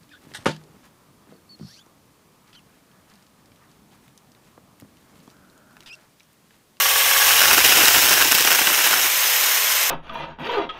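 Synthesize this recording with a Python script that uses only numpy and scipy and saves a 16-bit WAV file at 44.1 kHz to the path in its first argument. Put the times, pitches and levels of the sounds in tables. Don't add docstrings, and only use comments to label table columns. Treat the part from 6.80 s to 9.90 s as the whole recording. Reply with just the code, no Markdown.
import sys
import numpy as np
from scipy import signal
from scipy.fft import rfft, irfft, next_fast_len
from scipy.io import wavfile
from scipy.ndimage import uniform_filter1d, map_coordinates

SR = 44100
rng = np.random.default_rng(int(sys.argv[2]) if len(sys.argv) > 2 else 0)


def waveform_to_disk(signal):
    frames = np.transpose(np.atleast_2d(signal))
    scaled = np.clip(frames, -1, 1) * 32767
    samples = np.round(scaled).astype(np.int16)
    wavfile.write(sys.argv[1], SR, samples)


def amplitude_ratio(level_db):
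    exponent = np.asarray(level_db, float) / 20
    return 10 ** exponent


N = 136710
TIME = np.arange(N) / SR

# t/s, mesh f/Hz, level/dB, frequency blur/Hz
GEAR_WHINE = [(0, 5580, -34, 22), (.55, 5570, -33, 25), (.66, 5440, -32, 80), (.77, 4980, -33, 200),
              (.9, 5020, -31, 170), (1.1, 5300, -30, 150), (1.3, 5450, -30, 130), (1.5, 5300, -32, 170),
              (1.68, 5000, -35, 250), (1.9, 5150, -38, 220), (2.1, 5300, -36, 50), (2.21, 5340, -35, 45),
              (2.275, 5700, -34, 45), (2.3, 5080, -43, 10), (2.38, 5180, -36.5, 6), (2.52, 5120, -36.5, 6),
              (2.65, 5190, -36.5, 6), (2.73, 5270, -36.5, 6), (2.8, 5285, -36.5, 6), (2.88, 5190, -37, 6),
              (2.97, 5130, -37, 6), (3.1, 5180, -37, 6)]
# multiple of link rate, level/dB before, during and after the cut, roughness/rad
DRIVE_TONES = [(.843, -44, -58, -56, .25), (1, -40.5, -54, -52, .3), (1.219, -60, -60, -47, .3),
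               (1.958, -60, -55, -42, .35), (2.06, -35, -44, -60, 1.2), (3.01, -34, -44, -60, 1.5)]
# t/s, rate/(1/s); the chain bogs down as it bites
LINK_RATE = [(0, 549), (.56, 549), (.66, 535), (.77, 490), (1.2, 510), (2.25, 515), (3.1, 517)]
# t/s, level/dB, share of the late colour (0-1)
RATTLE_LEVEL = [(0, -17, 0.17), (.2, -17, 0.12), (.45, -15, 0.22), (.7, -17.5, 0.07), (1, -16, 0.66),
                (1.3, -17, 0.74), (1.6, -20, 0.53), (1.9, -18.5, 0.72), (2.2, -18.5, .9), (2.265, -18.5, 1),
                (2.285, -19.5, 0.84), (2.33, -18.5, 1), (2.55, -17.5, 0.76), (2.75, -18, 1),
                (2.95, -19, .95), (3.1, -19, 1)]
# f/Hz, relative density/(dB per Hz)
RATTLE_EARLY = [(120, -58), (350, -26), (480, -18), (800, -6), (1400, -12), (2000, -6.5), (3100, -2.5),
                (4500, -11), (5300, -6.5), (6500, -7.5), (7600, -10.5), (8500, -9.5), (9300, -10.5),
                (10000, -11.5), (10700, -10), (12000, -7), (13000, -7.5), (14200, -8), (15000, -11),
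                (15700, -11.5)]
RATTLE_LATE = [(120, -48), (250, -29.5), (400, -14), (640, -11), (900, -8.5), (1400, -5), (2050, -1),
               (2500, -3), (2950, -2.5), (3500, -4.5), (3900, -5), (4600, -8.5), (6300, -3.5), (7500, -8.5),
               (9000, -8.5), (10600, -12), (11000, -9.5), (11900, -2), (12700, -7), (13500, -10),
               (14700, -2), (15700, -17.5)]
# f/Hz, width/Hz, relative level/dB
BAR_MODES = [(860, 22, -9.5), (1102, 38, -4), (1632, 150, -5.5), (2140, 71, -6), (2610, 104, -12.5)]
# t/s, level/dB
BAR_LEVEL = [(0, -34), (.45, -24.5), (.75, -28), (1, -44.5), (2.2, -37), (2.3, -38), (3.1, -32.5)]
# f/Hz, relative density/(dB per Hz)
TEAR_SPECTRUM = [(180, -27), (300, -12), (397, -12), (629, -6.5), (818, -0.5), (1180, -2.5), (1530, 3),
                 (2120, -3.5), (2860, 3), (3480, -9.5), (3780, -3), (4310, -11), (5340, -3), (5890, -6),
                 (9980, -12.5), (12200, -10), (15300, -8.5)]
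# f/Hz, relative density/(dB per Hz)
RUMBLE_SPECTRUM = [(25, -50), (34, -42), (42, -20), (54, -15), (80, 0.5), (105, -6.5), (130, -14),
                   (160, -8.5), (190, -18), (260, -11.5), (330, -22), (450, -66)]
# t/s, level/dB
RUMBLE_COURSE = [(0, -51.5), (.5, -50), (.9, -45), (1.5, -49.5), (1.9, -56.5), (2.3, -58), (3.1, -58.5)]
# t/s, level/dB before the crest allowance, length/s,
# thud over the tearing/dB, rasp over the tearing/dB
TOOTH_BITES = [(0.467, -6, 0.02, -34, 4.5), (0.498, -12, 0.018, -33, 11), (0.528, -7, 0.024, -26, 1.5),
               (0.545, -14, 0.022, -25, 4), (0.564, -11.5, 0.022, -24, 8.5), (0.595, -2.5, 0.022, -29, 1.5),
               (0.62, -8.5, 0.02, -19, 7), (0.638, -3, 0.044, -20.5, 1), (0.678, -3, 0.041, -20, 2.5),
               (0.714, -0.5, 0.022, -23, -4), (0.732, -2.5, 0.014, -15.5, 4.5), (0.777, 2, 0.024, -20, 0),
               (0.794, -12, 0.018, -10, 4), (0.848, 0, 0.031, -17.5, 3.5), (0.894, -2, 0.025, -14, 4),
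               (0.924, -3, 0.027, -16.5, 2), (0.958, -5, 0.034, -14, 6.5), (0.974, -1.5, 0.056, -16, -1),
               (1.014, -6, 0.022, -21, -3), (1.038, -1.5, 0.012, -14.5, 3.5), (1.057, -9, 0.016, -26, 8),
               (1.08, -1, 0.014, -18, 3.5), (1.108, -6, 0.022, -19, 4), (1.145, -2, 0.024, -23, 3),
               (1.164, -3, 0.03, -14, 3), (1.226, -3, 0.02, -14, 5), (1.255, -0.5, 0.013, -19, 2),
               (1.284, -7.5, 0.024, -13.5, 5.5), (1.313, -4.5, 0.057, -13.5, 4.5),
               (1.369, -3, 0.035, -20, -3), (1.417, 0.5, 0.013, -19, 1.5), (1.45, -5.5, 0.016, -11, 3.5),
               (1.477, -6.5, 0.013, -16, 5), (1.519, 1.5, 0.008, -17, 1), (1.549, -7.5, 0.014, -9, 8),
               (1.574, -6.5, 0.027, -18, 5), (1.61, -3, 0.015, -16, 3.5), (1.649, -5.5, 0.016, -15, 4),
               (1.676, -3.5, 0.012, -14.5, 4), (1.71, -2, 0.03, -17.5, 1), (1.75, -6.5, 0.015, -17, 5),
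               (1.787, -5.5, 0.011, -14, 6.5), (1.814, -8, 0.013, -10, 5), (1.846, -14, 0.027, -14, 6),
               (1.873, -6, 0.015, -14, 4), (1.904, -6.5, 0.022, -14, -3), (1.945, -4, 0.011, -28, 2),
               (1.98, -5.5, 0.034, -19.5, 0.5), (2.042, -7.5, 0.029, -19, 2.5), (2.066, -3, 0.017, -18, 1),
               (2.096, -21, 0.019, -14, 1.5), (2.111, -6, 0.022, -15.5, 1.5), (2.134, -3, 0.022, -20, -3),
               (2.159, -8, 0.025, -19, -10), (2.178, -6, 0.026, -29, -1.5), (2.202, -14.5, 0.022, -15, 5),
               (2.236, -13, 0.022, -27, 7), (2.252, -10, 0.022, -20, -4)]
# f/Hz, relative density/(dB per Hz)
THUD_SPECTRUM = [(65, -34), (110, -5.5), (178, -4.5), (370, 5), (433, 1.5), (600, 1.5), (780, -11.5),
                 (1320, -120)]
# t/s before a fixed delay, level/dB before a fixed offset
FIBRE_SNAPS = [(0.5036, 2), (0.589, -4), (0.6154, -5), (0.636, -5.5), (0.779, -7), (0.8394, -12),
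               (0.9253, -10), (0.9512, -8), (1.0572, -2), (1.0807, 0), (1.108, -3.5), (1.1455, -5.5),
               (1.2234, -5), (1.3114, -10), (1.375, -8), (1.4115, -6), (1.45, -9), (1.671, -3),
               (1.706, -13), (1.7883, -1), (1.8155, -1.5), (1.872, -1.5), (1.897, -8), (1.9359, -14),
               (2.1352, -5)]
# f/Hz, width/Hz, relative level/dB
STEM_MODES = [(900, 260, -5.5), (1500, 220, 0), (2150, 640, -6), (3130, 520, -12)]

LOOP_HZ, LOOP_FIRST_S = 19.6, 0.008
CUT_IN_S, CUT_OUT_S = 0.72, 2.28


def curves(rows):
    s, *columns = np.transpose(rows)
    return [np.interp(TIME, s, column) for column in columns]


def unit(x):
    return x / np.sqrt(np.mean(x ** 2) + 1e-20)


def wobble(rate):
    knots = rng.standard_normal(N // 4)
    return map_coordinates(knots, [np.arange(N) * min(rate / SR, 0.2)])


def coloured(x, points):
    m = 2 ** 18
    f, db = np.transpose(points)
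    bins = np.fft.rfftfreq(m, 1 / SR)
    curve_db = np.interp(np.log(bins + 1), np.log(f + 1), db)
    cepstrum = irfft(np.log(amplitude_ratio(np.maximum(curve_db, -80))), m)
    cepstrum[1:m // 2] *= 2
    cepstrum[m // 2 + 1:] = 0
    response = np.exp(rfft(cepstrum))
    return unit(irfft(rfft(x, m) * response, m)[:N])


def resonant(x, peaks):
    m = next_fast_len(N + 8192)
    f = np.fft.rfftfreq(m, 1 / SR)
    response = 0
    for k, (centre, width, db) in enumerate(peaks):
        mode = 1j * f * width / (centre ** 2 - f ** 2 + 1j * f * width)
        response = response + (-1) ** k * amplitude_ratio(db) * mode
    return unit(irfft(rfft(x, m) * response, m)[:N])


def gritty(coarse_db, fine_db, patchy_db):
    z = signal.stft(rng.standard_normal(N), nperseg=512)[2]
    field = uniform_filter1d(rng.standard_normal(z.shape), size=2, axis=0)
    field = uniform_filter1d(field, size=3, axis=1)
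    depth = np.clip(np.fft.rfftfreq(512, 1 / SR) / 1980, 0.3, 1)[:, None]
    patches = amplitude_ratio(patchy_db * unit(field) * depth)
    x = signal.istft(z * patches, nperseg=512)[1][:N]
    return x * amplitude_ratio(coarse_db * wobble(120) + fine_db * wobble(900))


def swell(times, gains, lengths, rise_s):
    t = TIME - np.asarray(times)[:, None]
    width = np.where(t < 0, rise_s, np.asarray(lengths)[:, None])
    power = np.asarray(gains)[:, None] ** 2 * np.exp(-(t / width) ** 2)
    return power.sum(0)


def motor():
    hz, db, blur_hz = curves(GEAR_WHINE)
    phase = 2 * np.pi * np.cumsum(hz + np.abs(blur_hz) * wobble(450)) / SR
    whine = amplitude_ratio(db + 1.7 * wobble(60)) * np.sin(phase)

    turn = 2 * np.pi * np.cumsum(curves(LINK_RATE)[0]) / SR
    lap = np.cos(2 * np.pi * LOOP_HZ * (TIME - LOOP_FIRST_S))
    stages = [CUT_IN_S - 0.05, CUT_IN_S + 0.1, CUT_OUT_S - 0.03, CUT_OUT_S + 0.032]
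    flutter_db = 3
    tones = 0
    for multiple, before_db, cut_db, after_db, rough in DRIVE_TONES:
        tone_db = np.interp(TIME, stages, [before_db, cut_db, cut_db, after_db])
        tone_db = tone_db + 1.35 * wobble(18) + flutter_db * rough * lap
        tones = tones + amplitude_ratio(tone_db) * np.sin(multiple * turn + rough * wobble(60))
    return np.sqrt(2) * (whine + tones)


def chain():
    db, share = curves(RATTLE_LEVEL)
    share = np.clip(share, 0, 1)
    early = coloured(gritty(0.4, 1.5, 2.44), RATTLE_EARLY)
    late = coloured(gritty(0.85, 1.1, 1.73), RATTLE_LATE)
    rattle = np.sqrt(1 - share) * early + np.sqrt(share) * late
    rattle = amplitude_ratio(db + 0.17 * wobble(22)) * rattle

    ring_db, = curves(BAR_LEVEL)
    bar = amplitude_ratio(ring_db) * resonant(gritty(1.9, 0.9, 2.7), BAR_MODES)

    laps = np.arange(LOOP_FIRST_S, 0.44, 1 / LOOP_HZ)
    knock_db, knock_s = np.full(len(laps), -23.5), np.full(len(laps), 0.004)
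    knocks = np.sqrt(swell(laps, amplitude_ratio(knock_db), knock_s, rise_s=0.0036))
    struck = np.sign(rng.standard_normal(N))
    direct_knocks = knocks * coloured(struck, TEAR_SPECTRUM)
    bar_knocks = 1.3 * knocks * resonant(struck, BAR_MODES)
    return rattle + bar + direct_knocks + bar_knocks


def rumble():
    db, = curves(RUMBLE_COURSE)
    return amplitude_ratio(db) * coloured(rng.standard_normal(N), RUMBLE_SPECTRUM)


def teeth():
    links_per_tooth, scatter = 4, 0.35
    depth, decay_s = 1.8, 0.0011
    rate, = curves(LINK_RATE)
    passed = np.cumsum(rate / links_per_tooth) / SR + scatter * wobble(70)
    at = np.flatnonzero(np.diff(np.floor(passed)) > 0)
    sizes = rng.uniform(0.3, 1.68, len(at))
    strikes = np.bincount(at, sizes, N)
    decay = np.exp(-np.arange(512) / SR / decay_s)
    return 1 + depth * np.convolve(strikes, decay)[:N]


def cutting():
    s, db, length, thud_db, rasp_db = np.transpose(TOOTH_BITES)
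    crest_db = 13.5

    def grab(extra_db):
        return np.sqrt(swell(s, amplitude_ratio(db - crest_db + extra_db), length, rise_s=0.0054))

    chips = coloured(teeth() * gritty(1.0, 1.26, 2.06), TEAR_SPECTRUM)
    split = signal.butter(2, 2310, fs=SR, output="sos")
    woody = signal.sosfiltfilt(split, chips)
    rasp = chips - woody
    thud = coloured(teeth() * gritty(0.58, 0.67, 1.1), THUD_SPECTRUM)

    snap_s, snap_db = np.transpose(FIBRE_SNAPS)
    snap_length = np.full(len(snap_s), 0.003)
    snap_power = swell(snap_s + 0.0023, amplitude_ratio(snap_db - 12), snap_length, rise_s=0.001)
    snaps = np.sqrt(snap_power) * resonant(gritty(0.4, 3.5, 0.4), STEM_MODES)
    return grab(0) * woody + grab(rasp_db) * rasp + grab(thud_db) * thud + snaps


def scene():
    return (motor() + chain() + rumble() + cutting())[None]


def top_cut(x):
    return signal.sosfilt(signal.butter(12, 16760, fs=SR, output="sos"), x)


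def record(dry):
    ceiling, top_hz = 0.9, 15740
    rounded = dry / (1 + np.abs(dry / ceiling) ** 6) ** (1 / 6)
    spectrum = rfft(rounded, axis=1) * (np.fft.rfftfreq(N, 1 / SR) < top_hz)
    mix = irfft(spectrum, N, axis=1)
    return top_cut(mix)


dry = scene()
out = record(dry)
waveform_to_disk(out)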